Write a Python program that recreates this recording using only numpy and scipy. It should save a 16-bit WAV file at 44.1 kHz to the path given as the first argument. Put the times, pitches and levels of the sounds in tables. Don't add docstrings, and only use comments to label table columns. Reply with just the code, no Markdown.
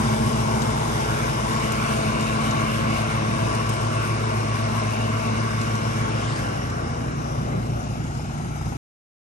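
import sys
import numpy as np
from scipy import signal
from scipy.fft import rfft, irfft, next_fast_len
from scipy.io import wavfile
from scipy.ndimage import uniform_filter1d

SR = 44100
rng = np.random.default_rng(int(sys.argv[2]) if len(sys.argv) > 2 else 0)


def inscribe(sig):
    pcm = np.round(np.clip(np.atleast_2d(sig).T, -1, 1) * 32767)
    wavfile.write(sys.argv[1], SR, pcm.astype(np.int16))


def voltage_ratio(decibels):
    exponent = np.asarray(decibels, float) / 20
    return 10 ** exponent


N = 411894
T = np.arange(N) / SR


def evened(x):
    return x / np.sqrt(np.mean(x ** 2) + 1e-20)


def curves(rows, t):
    s, *columns = np.transpose(rows)
    return [np.interp(t, s, c) for c in columns]


def read(points, hz):
    f, *columns = np.transpose(points)
    return np.array([np.interp(np.log(hz + 1), np.log(f + 1), c) for c in columns])


def drift(rate_hz):
    f = np.geomspace(rate_hz / 20, rate_hz, 16)[:, None]
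    waves = np.sin(2 * np.pi * (f * T[::256] + rng.random((16, 1)))) / np.sqrt(f)
    return np.interp(T, T[::256], evened(waves.sum(0)))


def whistle(hz, width_hz):
    r = np.exp(-np.pi * width_hz / SR)
    noise = rng.standard_normal(N) + 1j * rng.standard_normal(N)
    slow = signal.lfilter([1], np.convolve([1, -r], [1, -r]), noise)
    turns = np.cumsum(hz + 0 * T) / SR
    return evened((slow * np.exp(2j * np.pi * turns)).real)


# (frequency [Hz], lead [half turns])
LEAD = [(0, 0), (870, .92), (1150, .42), (1320, 1.25), (1950, 1.15), (2300, 2), (2800, 2.1), (4000, 4.1),
        (4400, 4.85), (6460, 6.2), (8270, 6.7), (9730, 5), (10800, 4.97), (11700, 4)]


def ports(x):
    f, lead = np.transpose(LEAD)
    size = next_fast_len(N)
    lag = np.pi * np.interp(np.fft.rfftfreq(size, 1 / SR), f, lead)
    right = irfft(rfft(x, size) * np.exp(-1j * lag), size)[:N]
    return np.array([x, right])


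def engine(run, orders, wobble_db, jitter):
    hz, level_db, dull_db = curves(run, T)
    turns = np.cumsum(hz * (1 + jitter * drift(5.87))) / SR
    tones = 0
    for k, db in orders:
        order_db = db - k * dull_db + wobble_db * np.sqrt(k) * drift(4)
        tones = tones + voltage_ratio(order_db) * np.cos(2 * np.pi * (k * turns + rng.random()))
    return np.sqrt(2) * voltage_ratio(level_db) * tones, turns


# (time [s], stage [0 side-on, 1 head-on, 2 turning past, 3 trailer swinging, 4 round])
HEADING = [
    (0, -0.5),
    (2.5, 1.2),
    (3.6, 0.77),
    (5.4, 1),
    (6.15, 1.75),
    (6.45, 2),
    (7.3, 2.5),
    (8, 4),
    (8.8, 4),
]
# (frequency [Hz], likeness [0-1])
SAME = [(100, .95), (900, .9), (1400, .86), (2100, .78), (2500, .55), (3000, .68), (4000, .5), (5000, .15),
        (6200, .35), (7800, .2), (8800, .72), (9650, .9), (9750, .999), (10400, .999), (11200, .6),
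        (11800, .9)]


def air(spectrum, seen, patchy_db, flicker_db, lead, bands, stages, spread, dips=()):
    frames, hz = N // 256 + 5, np.fft.rfftfreq(1024, 1 / SR)[:, None]
    t = np.arange(frames) * 256 / SR
    a, b, c, d, patches = rng.standard_normal((frames, 513, 5)).T
    patches = evened(uniform_filter1d(uniform_filter1d(patches, 8, 0), 24, 1))
    gusts = evened(uniform_filter1d(rng.standard_normal(frames), 10)) * np.clip(hz / 8000, 0, 1.5)

    level_db, bright_db = curves(seen, t)
    tilt = np.clip(np.log2(hz / 1500 + 1e-9), 0, 1)
    field_db = level_db + bright_db * tilt + patchy_db * patches + flicker_db * gusts
    heading = curves(HEADING, t)[0]
    for first_hz, last_hz, *stage_db in bands:
        centre_hz = np.interp(heading, stages[::2], [first_hz, last_hz])
        db = np.interp(heading, stages, stage_db)
        field_db = field_db + db * np.exp(-(np.log(hz / centre_hz + 1e-9) / spread) ** 2)

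    dip_db = np.zeros((2, 1, 1))
    for f, width_hz, left_db, right_db in dips:
        dip_db = dip_db + np.array([[[left_db]], [[right_db]]]) * np.exp(-((hz - f) / width_hz) ** 2)
    same = np.clip(read(SAME, hz)[0] * voltage_ratio(1.1 * np.minimum(dip_db, 0).sum(0)), 0, 1)
    lag = np.pi * np.interp(hz, *np.transpose(lead))
    left = a + 1j * b
    right = same * left * np.exp(-1j * lag) + np.sqrt(1 - same ** 2) * (c + 1j * d)
    z = np.array([left, right]) * voltage_ratio(read(spectrum, hz) + field_db + dip_db - 15)
    return np.sqrt(SR / 70) * signal.istft(z, nperseg=1024, noverlap=768)[1][:, :N]


# (time [s], blade passes per second [Hz])
BLADE_SPEED = [
    (0, 109.3),
    (1.4, 109.5),
    (2.05, 108.5),
    (2.7, 109.6),
    (4.1, 109.9),
    (4.7, 109),
    (5.4, 110.3),
    (6.3, 110.1),
]
RELEASE_S, SPIN_DOWN_PER_S = 6.3, .447


def blades():
    hz = curves(BLADE_SPEED, T)[0] * np.exp(-SPIN_DOWN_PER_S * np.maximum(T - RELEASE_S, 0))
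    speed = hz / hz[0]
    audible = np.clip((speed - .6) / 0.026, 0, 1)
    return np.cumsum(hz) / SR, speed, audible


# (level [dB], fade [dB/s], time of a lull [s], between lulls [s], weaker blade's share [0-1])
BLADE_BEATS = [
    (-32, -0.05, 1.59, 6.33, 0.8),
    (-31, -1.35, 1.175, 2.83, 0.66),
    (-45.5, 0.17, 0.12, 4.9, 0.59),
]
THRUM_POWER, FREE_DB = 3.4, 3


def blade_thrum(turns, speed, audible):
    thrum, free = 0, np.clip((T - RELEASE_S) / .15, 0, 1)
    for k, (db, fade_db, lull_s, between_s, weaker) in enumerate(BLADE_BEATS):
        phase = 2 * np.pi * ((k + 1) * turns + rng.random())
        apart = np.pi * ((T - lull_s) / between_s + .5)
        pair = np.cos(phase + apart) + weaker * (1 - free) * np.cos(phase - apart)
        thrum = thrum + np.sqrt(2) * voltage_ratio(db + fade_db * T + FREE_DB * k * free) * pair
    return ports(audible * speed ** THRUM_POWER * thrum)


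# (multiple of blade rate, level [dB])
BLADE_TOP = [(4, -45.5), (5, -47.5), (6, -41), (7, -62.5), (8, -39.5), (10, -46.5)]
# (frequency [Hz], width [Hz], level [dB])
DECK_RINGS = [(1105, 100, -39.5), (635, 67, -47.5), (877, 46, -51.5)]
# (time [s], level [dB], brightness above 3 kHz [dB])
DECK_SEEN = [(0, 1, 5), (1.999, 3.5, 1), (3, 3, -1), (3.6, 1.5, 0), (6.1, -0.06, -1), (6.5, 1, -4),
             (7.2, 0.4, -9.5), (8, -2.5, -4)]
# (frequency [Hz], left [dB per Hz], right [dB per Hz])
DECK_AIR = [(40, -71.5, -77.5), (132, -65, -55), (302, -70, -69), (650, -54, -61), (1070, -55.5, -61.5),
            (1292, -54, -54), (2254, -70, -65), (4470, -71, -73), (5430, -70, -88.5), (8000, -77.5, -85.5),
            (8450, -77.5, -78), (10180, -73.5, -77.5), (12260, -91.5, -91), (14500, -107, -107)]
# (first centre [Hz], last centre [Hz], level at stages 0, 1, 2 [dB])
DECK_BANDS = [(940, 1040, 3, 5, -2), (860, 900, 2, -10.5, -3.5), (2354, 2300, 0, 5, 0),
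              (2706, 2800, -2, 5, 6.5), (430, 405, 9, -9, 6), (4140, 4250, -7.7, -1.9, -4),
              (1830, 1900, -2.5, -1, 1.5), (3250, 2820, -1, -1.5, -0.5)]
# (frequency [Hz], width [Hz], left [dB], right [dB])
PORT_DIPS = [(823, 40, -10, 9), (1044, 44, 1.5, -7.5), (1252, 81, -21, -5), (1600, 70, 0.5, -4.5),
             (1690, 99, 0, -3), (2517, 130, 1.5, -10.5), (3554, 610, 2, -4)]


def deck():
    turns, speed, audible = blades()
    hz = np.gradient(turns) * SR
    fuzz = sum(voltage_ratio(db) * whistle(k * hz, 1.42 * k) for k, db in BLADE_TOP)
    past = np.clip(curves(HEADING, T)[0] - 1, 0, 1)
    rings = 0
    for f, width_hz, db in DECK_RINGS:
        ring_db = db + 2.3 * drift(4) - 2.8 * past
        rings = rings + voltage_ratio(ring_db) * whistle(f * (1 + .007 * (T - 2)), width_hz)
    seen = voltage_ratio(curves(DECK_SEEN, T)[0])
    howl = ports(seen * (fuzz * speed ** 4 + rings * speed * (.15 + .85 * audible)))
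    howl = howl * voltage_ratio([[1.5], [-3]])
    rush = air(DECK_AIR, DECK_SEEN, patchy_db=1.5, flicker_db=1.0, lead=LEAD, bands=DECK_BANDS,
               stages=range(3), spread=0.12, dips=PORT_DIPS)
    chop = 1 + .08 * np.cos(2 * np.pi * turns) + .04 * np.cos(4 * np.pi * turns)
    return blade_thrum(turns, speed, audible) + chop * (howl + speed ** 2.0 * rush)


# (time [s], firing rate [Hz], level [dB], dulling per multiple [dB])
VACUUM = [(0, 29.08, 4, 0.029), (4, 29.28, 0.2, .05), (5, 29.34, -0.8, 0.034), (7.5, 29.16, 3, 0.44),
          (8.8, 29.37, 3.5, 0.74)]
# (multiple of firing rate, level [dB])
VACUUM_ORDERS = [(1, -70), (2, -39.5), (3, -47.5), (4, -35.5), (5, -36.5), (6, -62.5), (7, -60), (8, -41.5),
                 (9, -48), (10, -62.5), (11, -47), (12, -55), (13, -64), (14, -60.5), (15, -54), (16, -50),
                 (17, -63), (18, -63), (19, -54), (20, -63), (21, -61), (22, -53.5), (23, -52.5), (24, -49)]
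# (multiple of firing rate, level [dB])
FLYWHEEL = [(11, -45), (12, -55.5), (18, -59), (34, -58), (36, -58), (38, -55)]
FLYWHEEL_DB_PER_STAGE = 4.5
# (time [s], level [dB], brightness above 3 kHz [dB])
VACUUM_SEEN = [(0, -0.27, -1.5), (3, 0.88, 1.5), (6, 0.44, 3.3), (7.6, 1, 1.5), (8.8, -0.4, 3.5)]
# (frequency [Hz], left [dB per Hz], right [dB per Hz])
VACUUM_AIR = [(40, -74, -74.5), (95.7, -55.5, -56.5), (220, -59, -51.5), (496, -60.5, -71),
              (910, -57, -61.5), (1513, -66, -72.5), (2570, -79, -76.5), (4300, -86, -84.5),
              (5150, -78.5, -92), (6900, -82, -94), (8300, -91.5, -89), (10200, -81.5, -87.5),
              (11600, -94, -89), (12900, -121, -121)]
# (first centre [Hz], last centre [Hz], level at stages 2, 3, 4 [dB])
ECHO_BANDS = [(650, 670, 0, 6, -0.5), (445, 490, 5.5, 1, -9), (860, 1020, -4, -5, -7.5),
              (5470, 6800, 6.5, 2.5, 4)]
# (frequency [Hz], lead [half turns])
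BROADSIDE_LEAD = [(0, 0), (340, .35), (540, .93), (1500, 1)] + LEAD[4:]


def vacuum():
    tones, turns = engine(VACUUM, VACUUM_ORDERS, wobble_db=0.31, jitter=0.0012)
    flywheel = sum(voltage_ratio(db) * np.cos(2 * np.pi * k * turns) for k, db in FLYWHEEL)
    bared = voltage_ratio(FLYWHEEL_DB_PER_STAGE * (curves(HEADING, T)[0] - 4)) * flywheel
    throb = 1 + .08 * np.cos(2 * np.pi * turns)
    rush = air(VACUUM_AIR, VACUUM_SEEN, patchy_db=2.1, flicker_db=0.5, lead=BROADSIDE_LEAD,
               bands=ECHO_BANDS, stages=range(2, 5), spread=0.15)
    return ports(tones + bared) + throb * rush


# (time [s], level [dB], silencer ring [Hz], upper ring [dB])
CHUFF = [
    (7.2, -56, 650, -12),
    (7.55, -43.5, 680, -12),
    (8.2, -41.5, 770, -15),
    (8.4, -40.5, 810, -5),
    (8.8, -41, 825, -5),
]
CHUFF_AT_S = 8.346


def exhaust(turns):
    db, hz, upper_db = curves(CHUFF, T)
    since = (turns - turns[round(CHUFF_AT_S * SR)]) % 1
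    puff = uniform_filter1d(np.exp(-since / .3), 90)
    level = voltage_ratio(db) * (T > CHUFF[0][0])
    chuff = level * evened(puff) * whistle(hz, 270)
    upper = level * voltage_ratio(upper_db) * evened(puff + .5) * whistle(1350, 130)
    return np.array([chuff + upper, .55 * np.roll(chuff, 11)])


# (time [s], firing rate [Hz], level [dB], dulling per multiple [dB])
MOWER = [
    (0, 26.23, 2, .05),
    (4, 26.33, -1.5, .05),
    (6.1, 26.4, -3.3, .05),
    (6.5, 27.1, -3, .1),
    (7.3, 26.6, -2.3, .1),
    (7.55, 23.6, -1, .4),
    (7.91, 21.7, 0.5, .65),
    (8.53, 18.55, 0, .65),
    (8.8, 17.8, 0, .65),
]
# (multiple of firing rate, level [dB])
MOWER_ORDERS = [(1, -70.5), (2, -46.5), (3, -48), (4, -44.5), (5, -36), (6, -43), (7, -67), (8, -42),
                (9, -40), (10, -49), (11, -64.5), (12, -50), (13, -48), (14, -48), (15, -51), (16, -48.5),
                (17, -59.5), (18, -57), (19, -51), (20, -58), (21, -65.5), (22, -58.5), (23, -52.5),
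                (24, -45)]


def mower():
    tones, turns = engine(MOWER, MOWER_ORDERS, wobble_db=1.07, jitter=.0015)
    return ports(tones) + exhaust(turns)


# (time [s], centre frequency [Hz], level [dB])
SWEEP = [
    (5.95, 1800, -60),
    (6.1, 2200, -49),
    (6.2, 2800, -45),
    (6.3, 3800, -44),
    (6.38, 5000, -45),
    (6.46, 5600, -50),
    (6.6, 5800, -70),
]


def sweep():
    hz, db = curves(SWEEP, T)
    ridges = 1.25 * whistle(hz, 1500) + voltage_ratio(-2) * whistle(np.minimum(2 * hz, 8600), 2000)
    sweeping = (T > SWEEP[0][0]) * (T < SWEEP[-1][0])
    return voltage_ratio(db) * ridges * sweeping * voltage_ratio([[0], [-8]])


# (time [s], peak [dB], frequency [Hz], left minus right [dB])
TWIGS = [(0.6185, -22.5, 5070, 11), (1.7194, -19.5, 7000, 3), (2.2074, -22.5, 5835, 3.5),
         (2.5094, -25, 5276, 11), (2.8994, -43, 6070, 3), (3.5494, -25, 6220, 7.5),
         (3.6594, -29.5, 5160, -1), (3.692, -21, 8800, 1), (5.6142, -24.5, 5170, 7), (5.7533, -26, 5520, 2),
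         (6.6994, -29, 5500, -2), (6.9616, -38, 6360, -1), (7.0758, -46, 6440, 2), (7.2195, -38, 5370, 1),
         (8.3464, -43, 5854, -0.5)]


def twigs():
    out, t = np.zeros((2, N)), np.arange(900) / SR
    envelope = np.minimum(t / 0.00076, 1) * voltage_ratio(-60 * t / 0.055)
    for s, db, hz, pan_db in TWIGS:
        band = signal.butter(2, [hz * .65, min(hz * 1.45, 11000)], "bandpass", fs=SR, output="sos")
        crunch = evened(signal.sosfilt(band, rng.standard_normal(len(t)))) * envelope
        at = round(s * SR)
        out[:, at:at + len(t)] += voltage_ratio(db - 8.5 + np.array([[pan_db], [-pan_db - 4]]) / 2) * crunch
    return np.array([out[0], ports(out[1])[1]])


# (time [s], level [dB])
RUMBLE = [
    (6.3, -64),
    (7.35, -31),
    (7.7, -30.5),
    (7.95, -40),
    (8.8, -34.5),
]


def wheels():
    rumble = voltage_ratio(curves(RUMBLE, T)[0] + 2 * drift(12)) * whistle(140, 190)
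    return ports(signal.sosfilt(signal.butter(2, 380, fs=SR, output="sos"), rumble))


def scene():
    return deck() + vacuum() + mower() + sweep() + twigs() + wheels()


# (frequency [Hz], favour [dB])
FAVOURED = [(10500, -4), (11500, 1), (12300, 1), (13200, -5), (14000, 0), (14900, 8), (15700, 4)]
# (time [s], margin [dB])
SLACK = [(0, 8.5), (2.4, 7), (3.1, 0), (5.9, 0), (6.2, -5), (6.8, 3), (7.15, -1), (7.3, 7), (8.8, 4.5)]


def thin_top(x):
    mid_side = np.array([x[0] + x[1], x[0] - x[1]]) / 2
    hz, t, z = signal.stft(mid_side, SR, nperseg=1882)
    power, band = abs(z) ** 2, np.minimum(np.arange(len(hz)) // 20, 46)
    band_power = np.array([power[:, band == k].mean(1) for k in range(band[-1] + 1)])
    band_db = 10 * np.log10(band_power + 1e-20)
    usual_db = uniform_filter1d(band_db[24, 0], 41)
    chance = evened(uniform_filter1d(rng.standard_normal(len(t)), 2))
    chance = chance + .7 * rng.standard_normal(band_db.shape)
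    favour_db = np.interp(hz[10::20], *np.transpose(FAVOURED))[:len(band_db), None, None]
    kept = band_db > usual_db - curves(SLACK, t)[0] - 2 - favour_db + 4.5 * chance
    mask = kept[band].transpose(1, 0, 2) | (hz < 9700)[:, None]
    mid, side = signal.istft(z * mask, SR, nperseg=1882)[1][:, :N]
    return np.array([mid + side, mid - side])


def low_pass(x):
    return signal.sosfilt(signal.butter(12, 15720, fs=SR, output="sos"), x)


CUT_S = 8.7688


def record(dry):
    heard = signal.sosfilt(signal.butter(3, 46, "highpass", fs=SR, output="sos"), dry)
    heard = thin_top(heard)
    return low_pass(heard * (T < CUT_S))


dry = scene()
out = record(dry)
inscribe(out)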